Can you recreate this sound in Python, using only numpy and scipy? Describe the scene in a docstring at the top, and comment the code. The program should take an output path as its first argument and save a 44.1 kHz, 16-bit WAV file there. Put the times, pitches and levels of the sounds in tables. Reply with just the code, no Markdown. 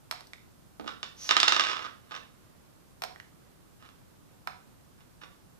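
"""A small room, a phone's two microphone ports close beside a chessboard on a table.
Hollow plastic pieces are set down on the near squares; every contact rings a piece briefly.
At the far end a hand picks among the spares; one slips, topples, bounces and rolls to rest.
Ceiling and walls answer, over a faint sleeve rustle and a quiet room hum."""
import sys
import numpy as np
from scipy import signal
from scipy.fft import rfft, irfft
from scipy.io import wavfile
from scipy.ndimage import uniform_filter1d

SR = 44100
rng = np.random.default_rng(int(sys.argv[2]) if len(sys.argv) > 2 else 0)


def persist_wave(psi):
    """Save psi, clipped to +-1, as 16-bit WAV."""
    counts = np.round(np.clip(psi, -1, 1) * 32767).astype(np.int16)
    wavfile.write(sys.argv[1], SR, np.atleast_2d(counts).T)


N = 246871
T = np.arange(N) / SR
SIDES = np.array([[.5], [-.5]])  # shares a left-minus-right difference between the channels

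# broad colour of a contact between its resonances, near and far: frequency_hz, level_db
NEAR_CRACK = [(100, -31), (350, 1.5), (700, -4.5), (1500, 3), (3000, -5), (5800, -10.5), (7000, -15.5),
              (12000, -20.5), (15000, -37)]
FAR_CRACK = [(100, -26.5), (200, -4.5), (400, -2), (800, -2.5), (1250, 6), (2200, 3), (3600, 1.5),
             (5400, -5.5), (6800, -10.5), (8500, -22.5), (12000, -28.5), (15000, -58)]


def placings():
    """Pieces land on their squares right by the microphone; a smaller piece rings higher."""
    # start_s, level_db, bass_db, treble_db, left_minus_right_db, pitch_factor
    landings = [(0.1115, -29, -7, 5, 0.5, 0.98), (0.1243, -37.5, 1, -11, 0.5, 1.06),
                (0.2076, -47, 7, 6.5, 3, 0.88), (.2705, -56.5, -6, 35, 7, 1.1),
                (3.0201, -31.5, 7, 3, 5, 1.06), (3.0374, -31.5, 6.5, 5, -1.5, 1.034),
                (3.0485, -48, 6, -1, -11, 1.33), (4.4732, -29.5, -5, -8.5, 1.5, 1.044)]
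    # resonances of a hollow piece: pitch_hz, base_width_hz, level_db
    piece_modes = [(697, 64, 3), (956, 56, 1.5), (1258, 74, 2), (1690, 58, -6), (2210, 250, -6),
                   (3380, 170, -8.5), (4110, 260, -7), (5200, 160, -4.5), (8150, 190, -17),
                   (12150, 400, -14)]
    out = np.zeros((2, N))
    for start_s, level_db, bass_db, treble_db, pan_db, pitch in landings:
        modes = np.array(piece_modes) * [pitch, 1, 1]
        click = contact(modes, NEAR_CRACK, crack_db=-6, contact_s=0.0021, damping=2.1,
                        bass_db=bass_db, treble_db=treble_db)
        add(out, start_s, click * undb(level_db + pan_db * SIDES))
    return out


def ticks():
    """On the near squares a piece brushes its neighbour and rings with a short tick."""
    # start_s, level_db, pitch_hz, treble_db
    brushes = [(0.334, -41, 2100, 5.5), (3.16, -47.5, 1860, -12), (3.2003, -43, 1720, 1.5)]
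    # resonances of a tick: pitch_multiple, base_width_hz, level_db
    tick_modes = [(1, 100, 6), (1.7, 100, -4), (2.5, 140, -15), (3.45, 90, -14)]
    out = np.zeros(N)
    for start_s, level_db, pitch_hz, treble_db in brushes:
        modes = np.array(tick_modes) * [pitch_hz, 1, 1]
        tick = contact(modes, NEAR_CRACK, crack_db=-8, contact_s=0.00059, damping=5.2,
                       treble_db=treble_db)
        add(out, start_s, tick * undb(level_db))
    return out


def knocks(free_fall_db=-14):
    """Pieces knock on the far end of the table, loudest where one falls and bounces."""
    # start_s, level_db, treble_db
    blows = [(.877, -36, 2.5), (1.0299, -31.5, 4.5), (1.2913, -22.5, 5.5), (1.3092, -15.5, 0.5),
             (1.3668, -15.5, -1), (1.401, -18.5, 12), (1.4305, -16, 2.5), (1.4793, -19.5, -1.5),
             (1.4811, -15.5, 9), (1.522, -18, -1), (1.545, -29, 6), (1.5636, -21.5, -0.5),
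             (1.5964, -18.5, 1.5), (2.110, -44, -4), (2.1506, -42.5, 6), (2.163, -40, 1.5),
             (3.889, -53, -2), (5.235, -44.5, -7)]
    out = np.zeros(N)
    for start_s, level_db, treble_db in blows:
        # guided by the fingers, a piece lands softer and flatter, with more bass than in free fall
        bass_db = 0.2 * (free_fall_db - level_db)
        add(out, start_s, far_contact(bass_db, treble_db) * undb(level_db))
    return out


def rolling(length_s=.268, rock_hz=33.02, fade_db_per_s=43, dulling_db_per_s=41.5):
    """The fallen piece rolls on its side, its rim bumping, quieter and duller as it slows."""
    out = np.zeros(N)
    add(out, 0, chatter(length_s, bass_db=0, treble_db=0))
    gaps_s = (1 + 0.29 * rng.uniform(-1, 1, 14)) / rock_hz
    for start_s in np.cumsum(gaps_s):
        add(out, start_s, far_contact() * undb(4.5) * (start_s < length_s))
    treble = out - colour(out, [(1250, 0), (4500, -20)])
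    out += treble * (undb(2 - dulling_db_per_s * T) - 1)
    return out * undb(-31.5 - fade_db_per_s * T)


def shuffles():
    """Fingers shuffle a piece over the far end; each scrape swells, holds and is let go."""
    # start_s, length_s, level_db
    moves = [(.866, 0.039, -41), (2.026, 0.089, -67.5), (2.106, 0.084, -45.5), (3.797, 0.079, -58.5),
             (4.979, 0.047, -64.5), (5.21, 0.043, -51)]
    out = np.zeros(N)
    for start_s, length_s, level_db in moves:
        scrape = chatter(length_s, bass_db=1, treble_db=-7)
        swell = envelope(T[:len(scrape)], length_s, attack_s=0.0098, release_s=.012)
        add(out, start_s, scrape * swell * undb(level_db))
    return out


def hand_bumps():
    """The hand bumps the far end of the table, which answers with a dull thud."""
    # start_s, level_db
    bumps = [(.797, -35), (0.81, -42.5), (0.843, -45.5), (0.861, -39.5)]
    # resonances of the table: pitch_hz, base_width_hz, level_db
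    table_modes = [(214.8, 28, 5), (297.4, 93, 1.5), (485.5, 290, -4), (777, 201.5, -13.5),
                   (1300, 248, -14.5)]
    out = np.zeros(N)
    for start_s, level_db in bumps:
        thud = contact(table_modes, FAR_CRACK, crack_db=-25, contact_s=0.0035, damping=1.84)
        add(out, start_s, thud * undb(level_db))
    return out


def slide(start_s=1.1605, tip_s=1.305, level_db=-43.5):
    """A far piece slides with a thin hiss that swells and holds until it tips over."""
    # the hiss: frequency_hz, level_db
    spectrum = [(1000, -17.5), (4000, -12), (5400, -6.5), (6000, 1), (6500, -4.5), (7200, -20),
                (12000, -24.5), (15000, -36)]
    swell = envelope(T - start_s, tip_s - start_s, attack_s=.085, release_s=0.014)
    return noise(spectrum)[0] * undb(level_db) * swell


def chatter(length_s, bass_db, treble_db, rate_hz=450, scatter_db=5):
    """A rim chatters over the table in dense, uneven contacts; rms one while it moves."""
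    size = int(length_s * SR)
    spots = 3  # each spot on the rim has its own sound
    touches = rng.random((spots, N)) < rate_hz / spots / SR
    strengths = undb(scatter_db * rng.standard_normal((spots, N))) * rng.choice([-1, 1], (spots, N))
    sound = sum(signal.fftconvolve(spot[:size], far_contact(bass_db, treble_db))
                for spot in touches * strengths)
    return sound / (sound[:size].std() + 1e-9)


def far_contact(bass_db=0, treble_db=0):
    """A piece meets the bare table top; the spot that is struck shifts the whole ring a little."""
    # resonances of a piece on the table: pitch_hz, base_width_hz, level_db
    piece_modes = [(1134, 170, -7), (1242, 120, -1), (1440, 150, -14), (1703, 76, -1), (2817, 205, -0.5),
                   (3620, 200, -0.5), (3680, 113, -8), (4350, 67, -8), (5300, 300, -6), (6140, 140, -14),
                   (7630, 110, -16.5)]
    modes = np.array(piece_modes) * [1 + 0.028 * rng.standard_normal(), 1, 1]
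    return contact(modes, FAR_CRACK, crack_db=-9.5, contact_s=0.003, damping=1.22,
                   bass_db=bass_db, treble_db=treble_db)


def contact(modes, crack_colour, crack_db, contact_s, damping, bass_db=0, treble_db=0):
    """A brief, rough blow rings a body; damping widens its modes. Rms one over the first 5 ms."""
    size = 4096
    f = np.fft.rfftfreq(size, 1 / SR)
    hz, width, db = np.transpose(modes)[:, :, None]
    hz = hz * (1 + 0.029 * rng.standard_normal(hz.shape))  # no two landings ring quite alike
    resonances = np.sum(undb(db) ** 2 / (1 + (2 * (f - hz) / (width * damping)) ** 2) ** 2, axis=0)
    body = np.sqrt(resonances + undb(crack_db + lookup(crack_colour, f)) ** 2)
    # a flat landing brings out the bass, a hard edge the treble
    landing = undb(lookup([(650, bass_db), (1250, 0.0037), (4500, treble_db)], f))
    # the blow is irregular in time but feeds all bands evenly
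    blow = rfft(rng.standard_normal(size) * np.exp(-(T[:size] / contact_s) ** 2))
    unevenness = np.sqrt(uniform_filter1d(np.abs(blow) ** 2, size=25))
    # a causal response: nothing rings before the blow
    cepstrum = irfft(np.log(body * landing / unevenness))
    causal = 1 + np.sign(np.fft.fftfreq(size))
    sound = irfft(blow * np.exp(rfft(cepstrum * causal)))
    return sound / sound[:SR // 200].std()


def room(tail_db, ceiling_db, ceiling_s, early_db, early_s, modes_db, alike_hz=900):
    """The room's answer: nearby surfaces, the ceiling echo, a diffuse tail and faint resonances."""
    # time to die away by 60 dB: frequency_hz, decay_s
    decay_times = [(150, 0.616), (500, 0.5), (1300, 0.35), (4000, 0.41), (7000, 0.37), (14000, 0.12)]
    # strongest room resonances: pitch_hz, level_db
    room_modes = [(1211, -51.5), (1362, -42), (1459, -48), (1809, -40), (2024, -57.5), (2848, -49),
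                  (3262, -45.5), (3408, -47), (3488, -43.5), (3585, -49), (3903, -58.5), (4290, -51)]
    t = T[:SR * 3 // 4]
    f = np.fft.rfftfreq(len(t), 1 / SR)
    white = rng.standard_normal((2, len(t)))
    tail = ringing = 0
    for hz in np.geomspace(125, 16000, 8):
        octave = lookup([(hz / 2, 0), (hz, 1), (hz * 2, 0)], f)
        # long waves reach both ports by the same paths
        paths = unit(white + white[::-1] / (1 + hz / alike_hz))
        tail += irfft(rfft(paths) * octave, len(t)) * undb(-60 * t / lookup(decay_times, hz))
    for hz, db in room_modes:
        tone = np.sin(2 * np.pi * (hz * t + rng.random((2, 1))))
        ringing += tone * undb(db - 60 * t / lookup(decay_times, hz))
    early = rng.standard_normal((2, len(t))) * np.exp(-t / early_s) * (t > .002)
    ceiling = rng.standard_normal(len(t)) * np.exp(-np.abs(t - ceiling_s) / .0005)
    tail *= np.minimum(t / 0.01, 1)
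    layers = [(tail, tail_db), (early, early_db), (ceiling, ceiling_db), (ringing, modes_db)]
    return sum(unit(x) * undb(db) for x, db in layers) / np.sqrt(len(t))


def at_microphone(source, response):
    """The direct wave meets the two ports out of phase; the room follows."""
    # frequency_hz, left_minus_right_rad
    port_phase = [(300, 2.8), (1000, 1.86), (3000, 2.04), (5000, 1.3), (7000, 1.52)]
    turn = np.exp(1j * lookup(port_phase, np.fft.rfftfreq(N, 1 / SR)) * SIDES)
    direct = irfft(rfft(source) * turn, N)
    return direct + signal.fftconvolve(direct, response, axes=-1)[:, :N]


def sleeve(level_db=-74, waver_db=4, waver_hz=9):
    """A sleeve rustles faintly and unevenly as the arm reaches to and fro."""
    # the cloth: frequency_hz, level_db
    spectrum = [(200, -27.5), (350, 0.5), (700, 0), (1200, -5), (2200, -5), (6000, -17.5), (15000, -29.5)]
    steps = rng.standard_normal(200)
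    waver = np.interp(T * waver_hz, np.arange(len(steps)), steps)
    return noise(spectrum) * undb(level_db + waver_db * waver)


def hum(opposed=0.32, gain_db=-57.5):
    """Steady room rumble and microphone hiss; the low mids reach the ports partly in opposite phase."""
    # frequency_hz, level_db
    spectrum = [(15, -45), (25, -12), (112, -3), (196, -5.5), (224, -7.5), (278, -8.5), (344, -11.5),
                (383, -11.5), (415, -15.5), (558, -16), (811, -20), (1240, -19.5), (2070, -28),
                (13800, -31), (15000, -35.5)]
    # frequency_hz, left_minus_right_db
    balance = [(60, 6.5), (200, -3.5), (400, -2.5), (1000, -5.5), (2400, -2.5), (6000, -1.5)]
    air = noise(spectrum)
    crossed = colour(air[::-1], [(50, -15.5), (150, -8), (300, -6.5), (650, -12), (1400, -36)])
    return colour(air - opposed * crossed, balance, SIDES) * undb(gain_db)


def highpass(x, hz):
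    """Small light objects radiate little bass."""
    return signal.sosfilt(signal.butter(3, hz, "high", fs=SR, output="sos"), x)


def envelope(t, length_s, attack_s, release_s):
    """Rise, hold and fall within a length of time."""
    return np.clip(np.minimum(t / attack_s, (length_s - t) / release_s), 0, 1)


def undb(db):
    """Decibels to gain."""
    return 10 ** (np.asarray(db) / 20)


def unit(x):
    """Scale to an rms of one."""
    return x / np.sqrt(np.mean(x ** 2))


def lookup(points, hz):
    """Read (frequency_hz, value) points on a log-frequency axis."""
    f, value = np.transpose(points)
    return np.interp(np.log(hz + 1), np.log(f), value)


def colour(x, points, share=1):
    """Filter by (frequency_hz, gain_db) points; share scales the dB for each channel."""
    size = x.shape[-1]
    return irfft(rfft(x) * undb(share * lookup(points, np.fft.rfftfreq(size, 1 / SR))), size)


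def noise(points):
    """Coloured stereo noise of rms one."""
    return unit(colour(rng.standard_normal((2, N)), points))


def add(track, start_s, sound):
    """Mix a sound in at a time."""
    start = int(start_s * SR)
    track[..., start:start + sound.shape[-1]] += sound[..., :N - start]


def scene():
    """The board close up, the far end with more room on it; both favour the right port."""
    # frequency_hz, left_minus_right_db
    port_balance = [(250, -5.5), (600, -8), (1150, -10.5), (2200, -5), (4500, -6.5), (7500, 1), (11000, 0)]
    board = placings() + ticks()
    near_room = room(tail_db=-8, ceiling_db=-31, ceiling_s=0.0094,
                     early_db=-9.5, early_s=0.0058, modes_db=-34)
    spares = knocks()
    add(spares, start_s=1.6, sound=rolling())
    spares += shuffles() + hand_bumps() + slide()
    far_room = room(tail_db=-6, ceiling_db=-14.5, ceiling_s=.013,
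                    early_db=-9.5, early_s=0.008, modes_db=-24.5)
    near = at_microphone(highpass(board, hz=450), near_room)
    far = at_microphone(highpass(spares, hz=220), far_room)
    return colour(near + far + sleeve(), port_balance, SIDES) + hum()


def record(dry):
    """The phone cuts the top above 14.8 kHz."""
    return signal.sosfilt(signal.ellip(10, .2, 70, 14800, fs=SR, output="sos"), dry)


dry = scene()
out = record(dry)
persist_wave(out)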